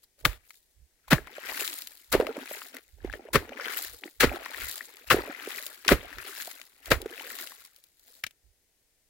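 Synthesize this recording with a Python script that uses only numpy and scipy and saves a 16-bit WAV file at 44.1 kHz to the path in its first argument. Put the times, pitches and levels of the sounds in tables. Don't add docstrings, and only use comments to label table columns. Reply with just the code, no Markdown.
import sys
import numpy as np
from scipy import signal
from scipy.fft import rfft, irfft
from scipy.io import wavfile
from scipy.ndimage import uniform_filter1d

SR = 44100
rng = np.random.default_rng(int(sys.argv[2]) if len(sys.argv) > 2 else 0)


def persist_wave(psi):
    counts = np.round(np.clip(psi, -1, 1) * 32767).astype(np.int16)
    wavfile.write(sys.argv[1], SR, np.atleast_2d(counts).T)


N = 400869
TIME = np.arange(N) / SR

# water contact and deepest point in seconds, levels of entry, surge, mist and gulp
# in dB, gulp pitch in Hz, thump level in dB, thump pitch in Hz, air puff level in dB.
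BLOWS = [(0.25, 0.26, -22.5, -29.5, -29, -29, 490.7, -25.5, 170, -34),
         (1.106, 1.13, -22, -11.5, -25, -17.5, 500, -11, 212, -33.5),
         (2.119, 2.143, -28, -17.5, -31.5, -21.5, 440, -29.5, 167, -35),
         (3.332, 3.356, -28.5, -11.5, -29.5, -18, 375, -19.5, 190, -34),
         (4.201, 4.242, -23, -9.5, -28, -16.5, 393, -23.5, 194, -28.5),
         (5.101, 5.126, -21.5, -13.5, -24, -24.5, 453, -25, 176, -31.5),
         (5.886, 5.923, -25, -11.5, -24, -13.5, 370, -18, 228, -29.5),
         (6.905, 6.92, -28, -9.5, -24.5, -20, 472, -22.5, 160, -28)]
# time in seconds, level in dB, fade time in seconds, treble in dB, pitch in Hz.
CRACKS = [(0.2522, -4, 0.017, -11.5, 1406), (0.255, -22.5, .015, -8, 1900),
          (0.2579, -13, .015, -12.5, 1594), (1.1095, -21, .012, -2.5, 2200), (1.1308, -5, .012, -11, 1448),
          (2.127, -31.5, .015, 20.5, 1850), (3.335, -31, .012, -5, 1880), (3.3561, -9, 0.039, -7, 1110),
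          (4.2041, -17, .015, -2.5, 2000), (4.207, -10.5, 0.066, -4.5, 1723), (5.103, -9, .025, -10, 1400),
          (5.1092, -5, .02, -15.5, 1280), (5.115, -6, .018, -16.5, 1200), (5.8808, -3.5, .014, -17.5, 2410),
          (5.8899, -4, .018, -39.5, 1379), (6.9075, -23.5, .012, -9.5, 2800), (6.9165, -4, .02, -15, 1400),
          (8.2388, -17, .025, -10, 1674), (8.266, -25.5, .025, -9, 2250)]
# backwash slosh and splatter in dB, its fade time in seconds, shower splatter and fine spray
# in dB, flight time and its spread in seconds.
THROWS = [(-65, -55, 0.18, -72.5, -65, 0.19, 0.046), (-51.5, -60.5, 0.87, -38.5, -41.5, 0.43, 0.1),
          (-34, -44.5, .8, -45.5, -52, 0.34, 0.096), (-45, -54.5, 1.2, -36, -43, 0.35, 0.067),
          (-41.5, -40, 0.99, -44, -46.5, 0.36, 0.099), (-35.5, -35, 0.57, -41.5, -48.5, 0.37, 0.11),
          (-53, -49.5, 1.9, -44.5, -48, 0.36, 0.11), (-44, -62, 0.7, -45.5, -49.5, 0.36, 0.12)]
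# time and half length in seconds, then splatter,
# fine spray and slosh in dB.
STIRS = [(0.039, 0.012, -71, -64, -81.5), (0.209, 0.021, -63, -63.5, -67), (.325, 0.034, -55, -59.5, -62),
         (1.086, .006, -54, -59.5, -60), (2.752, 0.041, -50.5, -75, -54), (3.06, 0.052, -55, -76, -52),
         (3.14, 0.034, -50.5, -61.5, -48), (3.24, 0.067, -62, -82, -55), (4.06, 0.032, -56.5, -58.5, -50),
         (4.815, 0.015, -50, -57.5, -51.5), (4.96, 0.084, -56.5, -71.5, -65), (5.08, 0.012, -47, -53, -69),
         (5.86, 0.013, -44, -54, -48), (6.868, 0.032, -46, -52.5, -55), (8.12, 0.11, -69.5, -63.5, -77.5)]
# start in seconds, level in dB, treble in dB.
DROPS = [(0.506, -38, 2), (0.542, -52, 8), (1.271, -32.5, -18), (1.575, -26.5, -4), (1.623, -26, -9),
         (1.652, -37, 21), (1.677, -24, 11.5), (1.73, -31, 9), (1.787, -40.5, 21), (1.82, -34.5, 14.5),
         (1.872, -34.5, 15.5), (2.2014, -26, -26), (2.21, -23.5, -19), (2.268, -22.5, -14),
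         (2.368, -30, -35), (2.388, -32.5, -42), (2.618, -30.5, -16), (2.746, -48, 22.5),
         (2.767, -36.5, 10), (3.098, -54.5, 14.5), (3.127, -34.5, -2), (3.492, -35.5, -3),
         (4.359, -31, -12), (4.459, -28.5, -3), (4.507, -44, 17), (4.561, -53, 24), (4.969, -40, 8.5),
         (5.423, -38, -5.5), (5.665, -36, 22), (5.849, -26.5, -8.5), (6.184, -29, -6), (6.284, -39, -9),
         (6.407, -36, 3), (6.513, -33.5, 9.5), (6.615, -34.5, 5.5), (6.858, -36, 12), (7.017, -35, 14.5),
         (7.06, -38.5, -22.5), (7.196, -31, -3), (7.387, -28, 2), (7.399, -32.5, 0), (7.472, -32.5, 10),
         (7.65, -46.5, 17), (7.762, -59, 24.5), (7.839, -55.5, 21.5), (7.995, -63, 24), (8.309, -50, 11)]
# start in seconds, pitch in Hz, level in dB, pitch rise as a share.
BUBBLES = [(1.081, 1030, -40, .03), (1.182, 1650, -28, .05), (1.186, 386, -28, .1), (1.382, 567, -30, .08),
           (2.15, 381, -5.5, .09), (2.1994, 463, -11, .08), (2.210, 600, -22.5, .08),
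           (2.222, 347, -19.5, .1), (2.366, 514, -27, .16), (2.378, 272, -24.5, .07),
           (2.512, 550, -29.5, .2), (2.768, 1950, -35.5, .09), (3.046, 347, -20.5, .1),
           (3.098, 1640, -32, .08), (3.137, 1730, -23, .11), (3.194, 353, -34.5, .05),
           (3.251, 450, -35, .11), (3.285, 575, -32, .11), (3.574, 1680, -35.5, .08),
           (3.598, 1420, -29.5, .08), (4.036, 1530, -29, 2.7), (4.056, 322, -30.5, .04),
           (4.077, 1770, -39, .5), (4.294, 2100, -27, .8), (4.359, 620, -34.5, .09),
           (4.461, 1010, -31.5, .15), (4.808, 1760, -26.5, .26), (5.143, 358, -12, .07),
           (5.166, 436, -17, .08), (5.186, 342, -18, .15), (5.294, 271, -27, .06), (5.474, 406, -26.5, .07),
           (6.476, 644, -32.5, .23), (7.002, 415, -32, .1), (7.058, 400, -20, .19), (7.52, 1040, -43, 0.15)]
# time in seconds, level in dB, half length in seconds.
PUFFS = [(0.813, -52, 0.038), (1.509, -57, 0.033), (2.972, -56.5, .06), (3.08, -41, 0.065),
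         (3.914, -54.5, 0.056), (4.645, -48.5, .058), (6.178, -49, .039), (8.47, -64, 0.041)]

# frequency in Hz, level in dB.
AIR_TONE = [(20, -5), (50, 0), (100, -11), (200, -17), (420, -12), (800, -20), (1200, -26), (1900, -16),
            (2800, -19), (5000, -17), (9000, -17), (16000, -20)]
PUFF_TONE = [(10, -29), (30, -11), (52, -0.5), (75, -6), (110, -17), (200, -44), (600, -82)]
SLOSH_TONE = [(50, -29.5), (170, -21.5), (260, -1.5), (430, 1), (650, -1.5), (900, -4), (1800, -28),
              (5000, -60.5)]
BACKWASH_TONE = [(200, -23.5), (500, -9), (900, -7.5), (1400, 0.5), (1950, 0.5), (2800, -6.5),
                 (4300, -11.5), (6000, -23.5), (9000, -31.5), (16000, -36)]
SPLAT_TONE = [(200, -33), (500, -14.5), (900, -10.5), (1400, 0), (1950, 3.5), (2800, -2.5), (4300, -8.5),
              (6000, -10), (9000, -23.5), (16000, -21.5)]
FIZZ_TONE = [(1500, -23.5), (4000, 1), (6000, -7.5), (7300, -2), (8700, -7.5), (10500, -1.5), (13000, -2.5),
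             (15500, -1)]
SURGE_TONE = [(150, -18.5), (500, -5.5), (850, -7), (1300, 2), (2000, 2), (3000, -6), (4500, -10.5),
              (6000, -16.5), (9000, -28.5), (16000, -28)]
CRACK_TONE = [(100, -15), (400, -16.5), (850, -18.5), (1250, -0.5), (1550, 2), (2000, -0.5), (2700, -4.5),
              (3600, -8), (5200, -13), (8000, -23.5), (16000, -35.5)]

# frequency in Hz, likeness from 0 to 1.
LIKENESS = [(290, 1), (640, 1), (1400, 1), (3100, .1), (6000, 0.021)]
# frequency in Hz, left minus right in dB.
LEAN = [(60, -12.5), (200, -1), (400, -3), (700, -2.5), (1300, 8), (2400, 10), (4400, 4), (8000, 0.5),
        (15000, 5.5)]


def amp(db):
    return 10 ** (np.asarray(db) / 20)


def evened(x):
    return x / np.sqrt(np.mean(x ** 2) + 1e-20)


def read(points, hz):
    f, value = np.transpose(points)
    return np.interp(np.log(hz + 1), np.log(f + 1), value)


def add(mix, s, sound):
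    part = mix[..., max(round(s * SR), 0):][..., :sound.shape[-1]]
    part += sound[..., :part.shape[-1]]


def colour(x, tone, size=4096):
    log_gain = np.log(amp(read(tone, abs(np.fft.fftfreq(size, 1 / SR)))))
    response = np.exp(np.conj(signal.hilbert(log_gain)))
    taps = np.fft.ifft(response).real[:size // 2]
    return signal.oaconvolve(x, taps[None] / np.linalg.norm(taps), axes=1)[:, :N]


def noise():
    left, other = rfft(rng.standard_normal((2, N)))
    same = np.clip(read(LIKENESS, np.fft.rfftfreq(N, 1 / SR)), -1, 1)
    right = same * left + np.sqrt(1 - same ** 2) * other
    return irfft(np.array([left, right]), N)


def wobble(size):
    return evened(uniform_filter1d(rng.standard_normal(N), size))


def dying(fade_s, size=6000):
    return np.exp(-np.log(1000) * np.arange(size) / SR / max(fade_s, 1e-3))


def swell(s, half_s):
    return np.exp(-np.minimum(((TIME - s) / half_s) ** 2, 20))


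def still_air():
    return amp(-71) * colour(noise(), AIR_TONE)


def air_puffs(delay_s=0.019, half_s=0.033, wake_db=-18, wake_half_s=0.076):
    push = sum(amp(db) * swell(s, half) for s, db, half in PUFFS)
    for _, deep, *_, db in BLOWS:
        s = deep + delay_s
        push += amp(db) * swell(s, half_s)
        push += amp(db + wake_db) * swell(s + wake_half_s / 2, wake_half_s)
    return push * colour(noise()[:1], PUFF_TONE)


def ice_echo(x, fade_s=0.3, echo_db=-35):
    dull = signal.lfilter([1], [1, -.7], rng.standard_normal((2, SR // 2)))
    tail = dull * dying(fade_s, size=SR // 2)
    return x + amp(echo_db) * signal.oaconvolve(x, tail / np.linalg.norm(tail[0]), axes=1)[:, :N]


def bubble(hz, cycles, rise):
    age = np.arange(int(SR * cycles / hz)) * hz / SR
    ring = np.sin(2 * np.pi * age * (1 + rise * age / cycles))
    return ring * np.exp(-np.log(1000) * age / cycles) * (1 - np.exp(-age / 0.47))


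def gurgles(lowest_hz=240):
    out = np.zeros(N)
    for s, hz, db, rise in BUBBLES:
        cycles = 10 * (hz / 450) ** .75
        add(out, s, amp(db + 4.5) * bubble(hz, cycles, rise))
    churn = 1 + .35 * wobble(70)
    return signal.sosfilt(signal.butter(3, lowest_hz, "high", fs=SR, output="sos"), out * churn)


def patter(per_s, spread_db, fade_s):
    sizes = amp(spread_db * np.minimum(rng.exponential(1, N), 4))
    hits = sizes * (rng.random(N) < per_s / SR)
    power = signal.oaconvolve(hits ** 2, dying(fade_s) ** 2)[:N]
    return evened(np.sqrt(abs(power)))


def droplets(count, low_hz, high_hz, cycles, spread_db, size):
    when, pitch, chance, side, life = rng.random((count, 5)).T[:, :, None]
    hz = low_hz * (high_hz / low_hz) ** pitch
    gain = hz * amp(-spread_db * np.log(np.maximum(chance, .03)))
    index = (when * N).astype(int) + np.arange(size)
    channels = []
    for way in (-1, 1):
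        delay_s = .0004 * (.5 + way * (side - .5))
        age = np.maximum(np.arange(size) / SR - delay_s, 0) * hz
        spent = age / (cycles * (.25 + 4 * life ** 3))
        ring = np.sin(2 * np.pi * age * (1 + .06 * np.minimum(spent, 1)))
        plinks = gain * ring * np.exp(-np.log(1000) * spent)
        channels.append(np.bincount(index.ravel(), plinks.ravel(), N)[:N])
    return evened(np.array(channels))


def shower(s, spread_s, slope_db=8.5):
    return amp(-slope_db * (np.hypot(1, (TIME - s) / spread_s) - 1))


def water_levels(delay_s=0.03, rise_s=0.025, straggler_fade_s=2.2, clump_db=1.5, clump_s=0.03):
    power, backwash = np.zeros((3, N)), np.zeros(N)
    for (_, deep, *_), throw in zip(BLOWS, THROWS):
        slosh_db, back_db, fade_s, shower_db, fine_db, flight, spread = throw
        age = TIME - deep - delay_s
        running = np.clip(1 + age / rise_s, 0, 1) * amp(-60 * np.clip(age / fade_s, 0, 2))
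        backwash += (amp(back_db) * running) ** 2
        power[1:] += (amp([[back_db - 14.5], [slosh_db]]) * running) ** 2
        large = amp(shower_db) * shower(deep + flight, spread)
        small = amp(fine_db) * shower(deep + flight + 0.079, spread * 0.84)
        late = TIME - deep - flight
        stragglers = (late > 0) * amp(fine_db - 12 - 60 * np.clip(late / straggler_fade_s, 0, 2))
        churn = amp(-13.5) * large
        power += np.array([large, np.hypot(small, stragglers), churn]) ** 2
    for s, half, *levels_db in STIRS:
        power += (amp(levels_db)[:, None] * swell(s, half)) ** 2
    clumps = amp(clump_db * wobble(int(clump_s * SR)))
    return np.sqrt([*power, backwash]) * clumps


def spray():
    splatter, fine, slosh, backwash = water_levels()
    landing = patter(per_s=900, spread_db=3.4, fade_s=.011)
    plinks = droplets(count=7000, low_hz=500, high_hz=5000, cycles=9, spread_db=2.8, size=400)
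    splat = .78 * noise() * landing + .6 * plinks
    ticks = droplets(count=4500, low_hz=4500, high_hz=15000, cycles=12, spread_db=3.2, size=160)
    hiss = noise()
    sprinkle = patter(per_s=350, spread_db=4, fade_s=.009)
    fizz = .8 * hiss * np.hypot(.6 * landing, .8 * sprinkle) + .45 * ticks
    pockets = droplets(count=1100, low_hz=200, high_hz=1000, cycles=9, spread_db=2, size=1400)
    lapping = .55 * noise() * patter(per_s=200, spread_db=2.5, fade_s=.03) + .45 * pockets
    return (amp(-2.5) * colour(splat * splatter, SPLAT_TONE)
            + amp(-3.5) * colour(splat * backwash, BACKWASH_TONE)
            + amp(9) * colour(fizz * fine, FIZZ_TONE)
            + amp(-5) * colour(lapping * slosh, SLOSH_TONE))


def big_drops():
    slaps, tick, grit = np.zeros((2, N)), np.zeros(N), noise()
    for s, db, treble_db in DROPS:
        shape = dying(0.017) - .6 * dying(.002)
        tone = [(f * 2 ** ((treble_db + 2) / 25), level) for f, level in SPLAT_TONE]
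        burst = grit[:, int(s * SR):][:, :len(shape)] * shape
        add(slaps, s, amp(db) * colour(burst, tone))
        add(tick, s, amp(db + treble_db) * shape)
    return slaps + amp(-8.5) * colour(noise() * tick, FIZZ_TONE)


def ice_thumps(fall_s=0.026, low_hz=35, fade_s=0.068):
    out = np.zeros(N)
    t = np.arange(6000) / SR
    chops = [(deep, db, hz) for _, deep, *_, db, hz, _ in BLOWS]
    set_down = (8.239, -48, 151)
    shape = dying(fade_s) * (1 - np.exp(-t / 0.0033))
    for s, db, hz in chops + [set_down]:
        turns = np.cumsum(low_hz + (hz - low_hz) * np.exp(-t / fall_s)) / SR
        add(out, s - .002, amp(db + 6.5) * np.sin(2 * np.pi * turns) * shape)
    return out


def gulps(lead_s=0.03):
    out = np.zeros(N)
    t = np.arange(SR // 4) / SR - lead_s
    rise = np.exp(np.minimum(t + .003, 0) / .005)
    fall = np.exp(-np.maximum(t - .003, 0) / .007) + amp(-24) * np.exp(-t / .04)
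    for _, deep, _, _, _, db, hz, *_ in BLOWS:
        band = signal.butter(3, [hz * .55, hz * 1.417], "band", fs=SR, output="sos")
        hollow = evened(signal.sosfilt(band, rng.standard_normal(len(t))))
        add(out, deep - lead_s, amp(db) * rise * fall * hollow)
    return out


def splashes():
    jet, mist = np.zeros(N), np.zeros(N)
    for start, deep, entry_db, surge_db, mist_db, *_ in BLOWS:
        sinking = max(deep - .013, (start + deep) / 2)
        times = [start - .004, start + .001, sinking, deep, deep + .018, deep + .06, deep + .12]
        jet_curve = [entry_db - 33.5, entry_db, entry_db + 9.5, surge_db, surge_db / 2 - 20, -44, -62]
        mist_curve = [-58, -28, -28, mist_db, mist_db - 11.5, -52, -66]
        jet += amp(np.interp(TIME, times, jet_curve, -200, -200))
        mist += amp(np.interp(TIME, times, mist_curve, -200, -200))
    tearing = patter(per_s=15000, spread_db=1.5, fade_s=0.019)
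    surge = amp(-7) * colour(noise() * jet * tearing, SURGE_TONE)
    return surge + colour(noise() * mist * tearing, FIZZ_TONE)


def stone_cracks():
    knocks, crunch, grit = np.zeros((2, N)), np.zeros(N), noise()
    lead = 130
    crush = amp(-11) * dying(.012, size=lead)[::-1]
    for s, db, fade_s, treble_db, hz in CRACKS:
        burst = amp(db) * np.r_[crush, dying(fade_s) + amp(-33) * dying(.1)]
        force = grit[:, int(s * SR):][:, :len(burst)] * burst * amp(1)
        force[:, lead] -= 4 * amp(db)
        tone = [(f * hz / 1500, level) for f, level in CRACK_TONE]
        add(knocks, s - lead / SR, colour(force, tone))
        add(crunch, s - lead / SR, burst * amp(treble_db))
    return amp(-5.5) * knocks + amp(-2.5) * colour(noise() * crunch, FIZZ_TONE)


def scene():
    chopping = stone_cracks() + gulps() + splashes() + ice_thumps()
    water = spray() + big_drops() + gurgles()
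    return ice_echo(chopping + water) + air_puffs() + still_air()


def record(dry, top_hz=16100):
    hz = np.fft.rfftfreq(N, 1 / SR)
    sides = amp(read(LEAN, hz) * np.array([[.5], [-.5]]))
    leaning = irfft(rfft(dry) * sides / np.sqrt(np.mean(sides ** 2, axis=0)), N)
    treble_cut = signal.firwin(401, top_hz, window=("kaiser", 8), fs=SR)
    return signal.oaconvolve(np.tanh(leaning), treble_cut[None], "same")


dry = scene()
out = record(dry)
persist_wave(out)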